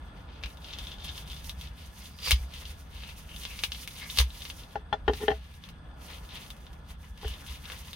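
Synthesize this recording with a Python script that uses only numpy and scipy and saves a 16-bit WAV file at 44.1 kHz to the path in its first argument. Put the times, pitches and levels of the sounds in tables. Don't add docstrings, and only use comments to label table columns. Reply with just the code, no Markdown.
import sys
import numpy as np
from scipy import signal
from scipy.fft import rfft, irfft, next_fast_len
from scipy.io import wavfile
from scipy.ndimage import uniform_filter1d

SR = 44100
rng = np.random.default_rng(int(sys.argv[2]) if len(sys.argv) > 2 else 0)


def to_wav(sig):
    pcm = np.clip(np.atleast_2d(sig), -1, 1) * 32767
    pcm = np.round(pcm).astype(np.int16)
    wavfile.write(sys.argv[1], SR, pcm.T)


def rack_gain(trim_db):
    fader = np.asarray(trim_db, float)
    return 10 ** (fader / 20)


N = 350947
DELAY_S = 0.001236

# time in seconds, level in dB.
TRAFFIC_ROAR = [
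    (0.0, -56.5),
    (1.7, -58.5),
    (2.8, -60.5),
    (4.2, -60),
    (5.8, -61.5),
    (6.2, -57),
    (6.7, -58.5),
    (7.05, -62),
    (7.4, -59),
    (7.95, -62.5),
]
# time in seconds, lift above the steady boom in dB.
WHEEL_PASSES = [
    (0.0, 5.5),
    (1.02, 5.5),
    (1.72, 1.5),
    (2.75, 3.5),
    (3.6, 3),
    (5.12, 7.5),
    (5.7, 1),
    (6.3, -0.5),
    (6.91, 5.5),
]
# frequency in Hz, level in dB per Hz.
CABIN_COLOUR = [(12, -30), (20, -4.5), (65, 6.5), (115, -9), (160, -5), (277, -18), (357, -24.5),
                (923, -21.5), (1120, -26.5), (1760, -19.5), (2320, -99.5), (3440, -23.5), (4180, -80),
                (6360, -52), (7310, -70.5), (8410, -38), (16000, -108)]
# frequency in Hz, share from 0 to 1.
LEFT_RIGHT_LIKENESS = [(60, 0.99), (125, 0.93), (300, 0.84), (600, 0.37), (2000, 0), (8000, .05)]
# time in seconds, peak in dB, pitch in Hz, 60 dB decay in s.
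CABIN_JOLTS = [(2.276, -42.5, 64, 0.42), (2.323, -24.5, 62, 0.15), (2.399, -40, 59.6, 0.34),
               (4.1782, -36, 64.5, 0.14), (4.1946, -27, 62.2, 0.27), (5.08, -34, 65.6, 0.26),
               (5.13, -45, 58.4, 0.29), (5.281, -43.5, 63.7, 0.67), (7.25, -34, 63.5, 0.18),
               (7.301, -40.5, 63.5, 0.17), (0.44, -43.5, 55.2, 0.22), (0.801, -46, 55.4, 0.3),
               (7.489, -47.5, 59, 0.35), (7.911, -55, 54, .4)]

# time in seconds, peak in dB, then the level of mode groups 2, 3 and 4 in dB.
KNOCKS = [
    (4.755, -42, 9.5, 0, -5),
    (4.9255, -32, 0.5, 1, -4),
    (4.938, -39.5, 7, -2, -13),
    (5.078, -18, -28, -9.5, -11.5),
    (5.095, -26, -5, -10, -20),
    (5.28, -21.5, -1, -13, -5.5),
    (5.302, -33, -1, -11, -7),
    (5.313, -36, 6, -9, -0.5),
    (7.229, -48.5, 0, -4, -13),
    (7.245, -40.5, -3, -14, -8),
]
# pitch in Hz, level in dB, 60 dB decay in seconds.
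BOARD_MODES = [
    [(272, -11.5, 0.18), (427, 8, 0.1), (476, 1.5, 0.061)],
    [(536, -3, 0.065), (606, -8, 0.057), (646, -4, 0.078), (724, -1, .05), (792, 4, 0.043)],
    [(850, 14, 0.027), (960, 3, 0.022), (998, 6.5, 0.049), (1194, -2.5, 0.034), (1194, 2.5, 0.027),
     (1377, 5, 0.043), (1550, -6, 0.023)],
    [(1580, -18, 0.016), (1705, 1.5, 0.059), (1815, 2, 0.047), (1960, -4, .03), (2120, -6.5, 0.028),
     (2370, -14, 0.031)],
    [(2860, 11, 0.0037), (2780, -6, 0.073), (3130, 14.5, 0.015), (3300, -14, 0.031), (3510, -10, 0.045),
     (3700, -6, 0.037), (4150, -15, .02), (4470, -28, .04), (5160, -24, .015)],
]
# time in seconds, level in dB.
KNIFE_DRAG = [
    (5.195, -57),
    (5.209, -40),
    (5.24, -32.5),
    (5.25, -62),
]
# time in seconds, body in dB, crack in dB.
THUDS = [
    (4.754, -33, -57),
    (4.926, -28, -43),
    (5.079, -30, -37),
    (5.278, -33, -42),
    (7.238, -43, -60),
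    (5.305, -29, -44),
]
# time in seconds, level in dB, pitch in Hz, 60 dB decay in seconds.
HANDLE_RINGS = [
    (4.755, -34, 1720, 0.083),
    (4.755, -23, 833, 0.039),
    (4.9255, -29, 3440, .06),
    (4.9255, -34, 2350, 0.033),
    (4.926, -36, 4150, 0.043),
    (5.077, -35, 2450, 0.035),
    (5.079, -38, 3820, .04),
    (5.28, -32, 1750, 0.11),
    (5.28, -31, 2500, .03),
    (5.31, -31, 658, 0.13),
]
# pitch in Hz, level in dB, 60 dB decay in seconds.
SOFT_SEAT = [(138, 4.5, 0.033), (280, -1.5, 0.041)]
# frequency in Hz, left minus right in dB.
BOARD_EAR_GAP = [(250, 1.5), (500, 0.5), (1000, 2.5), (2500, 7.5), (5000, -2)]

# frequency in Hz, level in dB per Hz.
FILM_COLOUR = [(290, -22), (500, 1.5), (640, -15.5), (1000, 0.5), (1570, -7), (2100, 3.5), (2290, 0),
               (2540, 4), (3540, 5.5), (6420, -13.5), (7530, -20), (8700, -15.5), (11300, -16.5),
               (16000, -25)]
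# frequency in Hz, left minus right in dB.
FILM_EAR_GAP = [(500, 0.5), (2500, 4), (4000, 2.5), (6300, -17), (7300, -6.5), (8500, 6), (11000, -3),
                (15000, -10)]
# time in seconds, peak in dB, sheen (treble) in dB, body in dB,
# ring of the taut patch in Hz.
SNAPS = [(0.4276, -39, -14, -16, 3020), (0.4355, -25.5, -17, -24, 2330), (0.4417, -40, -30, -17, 2640),
         (0.458, -32, -11, -13, 3200), (1.4937, -29, -4, -20, 3880), (2.247, -33, -5, -35, 3070),
         (2.2729, -32, -19, -1, 4470), (2.2625, -34, -20, -25, 2410), (2.2809, -29, -12, -5, 4300),
         (2.3076, -13, -2, -46, 2150), (2.3153, -7.5, -16, -28.5, 3300), (3.0343, -35.5, -23, -12, 2460),
         (3.0887, -37, -7, -16, 2500), (3.291, -40, -18, -25, 2500), (3.4508, -25, -14, -20.5, 3450),
         (3.5896, -28, -25, -35, 2500), (3.6355, -14.5, -10, -32, 2430), (3.6379, -19.5, -20, -36, 3130),
         (3.7185, -22, -13, -35, 3330), (3.8745, -28, -1, -44, 2220), (4.1725, -22, -3, -15, 4430),
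         (4.1857, -10, -4, -20, 4360), (4.198, -21, -2, -28, 5860), (4.2011, -20, -3, -8, 2860),
         (4.206, -31, 2, -15, 4570), (4.2125, -26.5, -13, -6, 3520), (4.4513, -27.5, -30, -22, 3170),
         (4.4993, -27.5, -37, -19.5, 3370), (5.1345, -27.5, -16, -16, 3130),
         (7.699, -36.5, -22, -4.5, 1820)]
# time in seconds, peak in dB, sheen in dB.
BLADE_TICKS = [(0.644, -35.5, -14), (0.706, -38, -30), (0.7342, -30, -23), (0.5022, -42, -23),
               (0.7856, -29, -6), (0.869, -34, -14), (0.917, -35, -30), (1.003, -37, -35),
               (1.045, -32.5, -6), (1.083, -32, -20), (1.1775, -30, -18), (1.2987, -37, -5),
               (1.33, -37, -19), (1.364, -34.5, -28), (1.611, -35, -5), (1.6717, -39.5, -20),
               (2.055, -39, -12), (2.187, -35, -10), (2.537, -36.5, -6), (2.653, -33, -49),
               (3.3615, -34, -5), (3.434, -32, -7), (3.747, -30, -19), (4.0989, -28.5, -31.5),
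               (4.347, -57, -10), (4.419, -32, -22), (0.571, -45, -8), (0.6208, -49, -22),
               (0.7285, -35, -20), (0.983, -41, -26), (1.024, -44, -18), (1.164, -45, -21),
               (1.275, -37.5, -12), (1.3148, -33.5, -8), (1.4426, -39, -1), (1.59, -48, -12),
               (2.222, -40, -15), (2.3585, -35, -17), (2.381, -57, -19), (3.487, -56, -15),
               (3.687, -53, -10), (3.7048, -53, -15), (3.8341, -38.5, -15), (3.907, -41, -2),
               (3.985, -39, -7), (4.3028, -39.5, -14), (4.4048, -39, -3), (4.6338, -41, -18)]
# time in seconds, peak in dB, sheen in dB.
FINGER_TICKS = [(5.212, -39, -23), (5.539, -44, -12), (5.6374, -38, -13), (5.688, -37.5, -7.5),
                (6.1012, -36.5, -24), (6.372, -37.5, -14), (6.5026, -34.5, -4), (6.6655, -44, -29),
                (7.175, -42.5, -6), (7.2518, -38, -14), (7.279, -32.5, -4), (7.654, -38, -20),
                (7.4363, -58, -17), (7.6835, -44, -18), (7.7184, -32, -5), (7.9303, -33, -7),
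                (6.0154, -46, -13), (6.2487, -45, -12), (6.2894, -42.5, -10), (6.32, -44, -14),
                (6.4616, -41, -10), (6.9035, -43, -2), (7.214, -44, -15), (7.337, -38, -8),
                (7.362, -44, -15), (7.4638, -39, -3), (7.523, -45, -17), (7.763, -41, -18),
                (7.91, -48, -12), (6.565, -50, -2), (6.604, -54, 0), (6.73, -47, -3), (6.8856, -53, 0),
                (6.182, -46, -6)]
# start in seconds, hold in seconds, level in dB, sheen relative to that level in dB.
KNIFE_CUTS = [(0.19, .01, -71.5, -10), (0.305, 0.072, -68, -28), (0.442, 0.11, -72, -1),
              (0.647, 0.28, -60.5, -6), (1.043, 0.17, -61, -1), (1.297, 0.2, -61, -1.5),
              (1.591, 0.081, -64, -4.5), (1.784, .08, -64, -5.5), (1.981, 0.079, -60, -2),
              (2.261, 0.042, -45.5, -3), (2.428, 0.034, -65.5, 1), (2.547, 0.16, -59, -3.5),
              (2.777, 0.036, -71.5, 4.5), (2.951, .17, -62, -4), (3.191, 0.01, -61.5, -0.5),
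              (3.3, 0.081, -66, 1), (3.413, 0.23, -57.5, -0.5), (3.748, 0.079, -56, 1.5),
              (3.956, 0.082, -55, 0.5), (4.108, 0.07, -55.5, 2), (4.188, 0.0069, -47.5, -10),
              (4.345, .15, -59.5, 1), (4.584, 0.023, -62, 0.5), (4.69, 0.042, -69.5, -5)]
# start in seconds, hold in seconds, level in dB, sheen relative to that level in dB.
FINGER_PULLS = [(5.146, 0.12, -59, -2), (5.323, 0.047, -65.5, -2.5), (5.437, 0.14, -72, -2.5),
                (5.648, 0.019, -65, -7), (6.058, 0.064, -62, 2), (6.1, 0.055, -60.5, -3),
                (6.23, 0.016, -70.5, 4.5), (6.338, 0.084, -59.5, -1.5), (6.48, 0.015, -69, 0),
                (6.57, 0.16, -82.5, 5), (6.897, 0.012, -68, -2), (7.03, 0.043, -71.5, 1.5),
                (7.226, 0.11, -61, -1), (7.385, 0.026, -67, 3), (7.473, 0.078, -61, -0.5),
                (7.645, .16, -59, -1), (7.847, 0.06, -62, -3)]
# pitch in Hz, level in dB, 60 dB decay in seconds.
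TAUT_PATCHES = [(2360, -46, 0.0016), (2970, -10.5, 0.032), (3460, 1, 0.0029), (3580, -12, 0.0026),
                (4520, 8.5, 0.0033)]
# start in seconds, hold in seconds, level in dB, pitch in Hz.
RINGING_FOLDS = [(0.44, .02, -49.5, 2600), (3.5, 0.021, -52, 2600), (3.62, .03, -49, 2300),
                 (4.05, 0.015, -43, 2100), (2.307, .005, -40, 2300), (0.7, 0.076, -55, 3100),
                 (0.875, 0.05, -51, 3400), (1.05, 0.063, -42.5, 3470), (1.16, 0.046, -72, 3300),
                 (1.293, 0.058, -49, 3450), (3.036, 0.057, -50, 2670), (3.307, 0.028, -50.5, 2930),
                 (0.785, 0.018, -48, 3500), (7.273, 0.028, -48, 3000), (7.43, .02, -58.5, 1500),
                 (7.483, 0.033, -60, 3700), (7.697, 0.012, -47.5, 1530), (2.28, 0.016, -37, 4800),
                 (7.5, 0.042, -62, 3000)]

SHEEN_HZ, BODY_HZ = 6380, 2330
CREASES_PER_S, SHEEN_CREASES_PER_S, FOLD_CREASES_PER_S = 1300, 4000, 350
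RISE_DB_PER_S, FALL_DB_PER_S = 231, 262


def lookup(table, hz):
    f, v = np.transpose(table)
    return np.interp(np.log(np.maximum(hz, 1)), np.log(f), v)


def curve(table):
    s, level = np.transpose(table)
    return np.interp(np.arange(N) / SR, s, level)


def causal(gain_db, size=2048):
    cep = irfft(gain_db(np.fft.rfftfreq(size, 1 / SR)) * np.log(10) / 20)
    cep[1:size // 2] *= 2
    cep[size // 2 + 1:] = 0
    return irfft(np.exp(rfft(cep)))


def convolve(x, response):
    return signal.fftconvolve(np.atleast_2d(x), np.atleast_2d(response), axes=1)[:, :N]


def walk(rate):
    k = int(SR / rate)
    held = np.repeat(rng.standard_normal(N // k + 1), k)
    return 1.64 * uniform_filter1d(uniform_filter1d(held, k), k)[:N]


def spikes(s, size):
    return np.bincount(np.minimum((np.asarray(s) * SR).astype(int), N - 1), size, N)


def fade(x, t60):
    return signal.lfilter([1], [1, -np.exp(-np.log(1000) / (t60 * SR))], x)


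def ring(x, hz, t60):
    pole = np.exp(2j * np.pi * hz / SR - np.log(1000) / (t60 * SR))
    return signal.lfilter([1], [1, -pole], x + 1e-18).imag


def band(x, edges_hz):
    return signal.lfilter(*signal.butter(1, edges_hz, "band", fs=SR), x)


def space(t60, wet_db, size=8192):
    t = np.arange(size) / SR
    tail = rng.standard_normal((2, size)) * rack_gain(-60 * t / t60) * np.clip(t / 0.0017 - 0.2, 0, 1)
    tail = tail - uniform_filter1d(tail, int(SR / 900), axis=1)
    out = rack_gain(wet_db) * tail / np.sqrt(np.sum(tail ** 2, axis=1, keepdims=True))
    out[:, 0] += 1
    return out / np.sqrt(1 + rack_gain(2 * wet_db))


def two_microphones(x, gap, dip_db=0):
    def colour_db(hz, half):
        return half * lookup(gap, hz) + dip_db * np.exp(-((hz - 7700) / 550) ** 2)
    ears = np.array([causal(lambda hz: colour_db(hz, half)) for half in (0.5, -0.5)])
    return convolve(x, ears)


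def traffic():
    roar_db = curve(TRAFFIC_ROAR)
    t = np.arange(N) / SR
    boom_db = -53.5 + sum(db * np.exp(-((t - s) / 0.16) ** 2) for s, db in WHEEL_PASSES)
    size = next_fast_len(N)
    hz = np.fft.rfftfreq(size, 1 / SR)
    like = np.clip(lookup(LEFT_RIGHT_LIKENESS, hz), 0, 1)
    colour = rack_gain(lookup(CABIN_COLOUR, hz))
    mid = rfft(rng.standard_normal(size)) * colour * np.sqrt(1 + like)
    side = rfft(rng.standard_normal(size)) * colour * np.sqrt(1 - like)
    ranges = [(0, 88, boom_db + 7.5), (95.7, 255, -54.5),
              (254.8, 1500, roar_db + 0.16), (1604, SR, 0.5 * roar_db - 38.0)]
    out = 0
    for lo_hz, hi_hz, level_db in ranges:
        gate = (hz >= lo_hz) & (hz < hi_hz)
        m, d = irfft(mid * gate, size)[:N], irfft(side * gate, size)[:N]
        level = rack_gain(level_db + 1.03 * walk(5.1)) / np.std(m)
        out = out + level * np.array([m + d, m - d])
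    return out


def jolts():
    shove = np.hanning(int(0.0083 * SR))
    rings = sum(ring(spikes([s], [rack_gain(db + 15.0)]), hz, t60) for s, db, hz, t60 in CABIN_JOLTS)
    return -signal.fftconvolve(rings, shove / shove.sum())[:N]


def knife_drag():
    t = np.arange(N) / SR
    judder = rack_gain(-26) * np.sin(2 * np.pi * 420 * t)
    touching = (t > KNIFE_DRAG[0][0]) * (t < KNIFE_DRAG[-1][0])
    rasp = (0.5 * rng.standard_normal(N) + judder) * rack_gain(curve(KNIFE_DRAG) - 25.5) * touching
    return rasp + spikes([5.134], [rack_gain(-39)])


def board_modes():
    s, peak_db, *groups_db = np.transpose(KNOCKS)
    highest_db = -8 + 0.47 * groups_db[-1]
    groups_db = [0 * s] + groups_db + [highest_db]
    trims_db, drags_db = [0.39, 0.13, 0.26, 2.0, 0.75], [1.0, -7, -11, -8, -13.0]
    drag = knife_drag()
    out = 0
    for modes, group_db, trim_db, drag_db in zip(BOARD_MODES, groups_db, trims_db, drags_db):
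        for hz, db, t60 in modes:
            chance = rng.standard_normal((len(s), 2))
            spot = rack_gain(1.5 * chance[:, 0]) * np.sign(chance[:, 1])
            blow = spikes(s + DELAY_S, spot * rack_gain(peak_db + group_db + trim_db))
            rattle = rng.standard_normal(N) * fade(blow, t60=0.052) * rack_gain(-30)
            out = out + rack_gain(db) * ring(blow + rattle + drag * rack_gain(drag_db), hz, t60)
    return out


def thuds():
    s, body_db, crack_db = np.transpose(THUDS)
    s = s + DELAY_S
    noise = rng.standard_normal(N)
    crack = band(noise * fade(spikes(s, rack_gain(crack_db)), t60=0.053), [2000, 4470])
    push = band(spikes(s, rack_gain(body_db + 19.5)), [300, 1800])
    body = noise * fade(spikes(s, rack_gain(body_db)), t60=0.15)
    body = signal.lfilter(*signal.butter(1, 1170, fs=SR), body)
    seat = sum(ring(spikes(s, rack_gain(body_db + db)), hz, t60) for hz, db, t60 in SOFT_SEAT)
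    return crack - push + body + seat


def handle():
    return sum(ring(spikes([s + DELAY_S], [rack_gain(db)]), hz, t60) for s, db, hz, t60 in HANDLE_RINGS)


def board():
    out = board_modes() + thuds() + handle()
    contact = np.exp(-0.5 * ((np.arange(-20, 21) / SR) / 0.00003) ** 2)
    out = np.convolve(out, contact / contact.sum(), "same")
    out = convolve(out, space(t60=0.027, wet_db=1.6))
    return two_microphones(out, BOARD_EAR_GAP, dip_db=-15)


def film_parts():
    def low(hz, edge):
        return -20 * np.log10(1 + (np.maximum(hz, 1) / edge) ** 4.27)

    def high(hz, edge):
        return low(edge ** 2 / np.maximum(hz, 1), edge)

    parts = [causal(lambda hz: lookup(FILM_COLOUR, hz) + low(hz, SHEEN_HZ) + high(hz, BODY_HZ)),
             causal(lambda hz: lookup(FILM_COLOUR, hz) + high(hz, SHEEN_HZ)),
             causal(lambda hz: lookup(FILM_COLOUR, hz) + low(hz, BODY_HZ))]
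    return [p / np.sqrt(np.sum(p ** 2)) for p in parts]


def swarm(count=CREASES_PER_S):
    fires = rng.random(N) < count / SR
    sign = np.sign(rng.standard_normal(N))
    size_db = np.minimum(3.0 * rng.exponential(size=N), 13)
    x = fires * sign * rack_gain(size_db + 2.2 * walk(50))
    return x / np.sqrt(np.mean(x ** 2))


def strokes(rows, tops_db, rests_db):
    start, hold = np.transpose(rows)[:2]
    t = np.arange(0, N, 64) / SR
    rise_db = RISE_DB_PER_S * (start - t[:, None])
    fall_db = FALL_DB_PER_S * (t[:, None] - start - hold)
    shape = rack_gain(-np.maximum(0, np.maximum(rise_db, fall_db)))
    tide_db = np.interp(t, *np.transpose(TRAFFIC_ROAR)) + 60
    out = []
    for top_db, rest_db in zip(tops_db, rests_db):
        power = shape ** 2 @ rack_gain(2 * top_db) + rack_gain(2 * (rest_db + tide_db))
        out.append(np.interp(np.arange(N) / SR, t, 10 * np.log10(power)))
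    return out


def effort():
    moves = KNIFE_CUTS + FINGER_PULLS
    db, sheen_db = np.transpose(moves)[2:]
    body_db = 0.64 * db + np.repeat([-22.5, -19], [len(KNIFE_CUTS), len(FINGER_PULLS)])
    return strokes(moves, [db, db + sheen_db, body_db], [-78.5, -87.5, -68])


def snap_rows():
    rows = [row + (-33, 3450) for row in BLADE_TICKS]
    rows = rows + [row + (-17, 3300) for row in FINGER_TICKS]
    s, peak_db, sheen_db, body_db, patch_hz = np.transpose(SNAPS + rows)
    small = np.arange(len(s)) >= len(SNAPS)
    scatter = 1 + 0.081 * rng.standard_normal(len(s)) * small
    soft_db = 0.3 * small
    rush_db = -42.5 + 0.0094 * peak_db - 2 * soft_db
    return s + DELAY_S, peak_db + soft_db, sheen_db, body_db, patch_hz * scatter, rush_db


def folds():
    creases = swarm(count=FOLD_CREASES_PER_S)
    out = 0
    for start, hold, db, hz in RINGING_FOLDS:
        level_db = strokes([(start, hold)], [np.array([db - 12])], [-120])[0]
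        out = out + ring(creases * rack_gain(level_db), hz, t60=0.0084)
    return out


def film():
    s, peak_db, sheen_db, body_db, patch_hz, rush_db = snap_rows()
    main_db, sheen_swarm_db, body_swarm_db = effort()
    main, sheen, body = film_parts()
    # colour, swarm dB, snap size dB, click dB, creases per second
    layers = [(main, main_db + 4.0, 11, 4.5, CREASES_PER_S),
              (sheen, sheen_swarm_db + 4.0, sheen_db + 23.0, -10, SHEEN_CREASES_PER_S),
              (body, body_swarm_db - 3, body_db + 19.0, 3, CREASES_PER_S)]
    hiss, swarms, efforts = rng.standard_normal((2, N)), 0, []
    snaps = sum(ring(spikes([t], [rack_gain(db + 1.5)]), hz, t60=0.007) for t, db, hz in zip(s, peak_db, patch_hz))
    for part, swarm_db, size_db, click_db, count in layers:
        rush = fade(spikes(s, rack_gain(peak_db + size_db + rush_db)), t60=0.061)
        efforts.append(rack_gain(swarm_db) + rush)
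        near = swarm(count) * efforts[-1]
        scattered = hiss * np.sqrt(fade(near ** 2, t60=0.049)) * rack_gain(-23.0)
        swarms = swarms + convolve(near + scattered, part)
        snaps = snaps + signal.fftconvolve(spikes(s, rack_gain(peak_db + size_db + click_db)), part)[:N]
    patches = sum(rack_gain(db - 19.0) * ring(swarm() * efforts[0], hz, t60) for hz, db, t60 in TAUT_PATCHES)
    out = swarms + convolve(snaps + patches + folds(), space(t60=0.085, wet_db=-1.0))
    return two_microphones(out, FILM_EAR_GAP)


def scene():
    return traffic() + jolts() + board() + film()


def low_pass(x):
    return signal.sosfilt(signal.butter(12, 16400, fs=SR, output="sos"), x)


def record(dry):
    x = signal.sosfilt(signal.butter(2, 40, "high", fs=SR, output="sos"), dry)
    x = signal.sosfilt(signal.ellip(10, 0.2, 80, 15850, fs=SR, output="sos"), x)
    return low_pass(x)


dry = scene()
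out = record(dry)
to_wav(out)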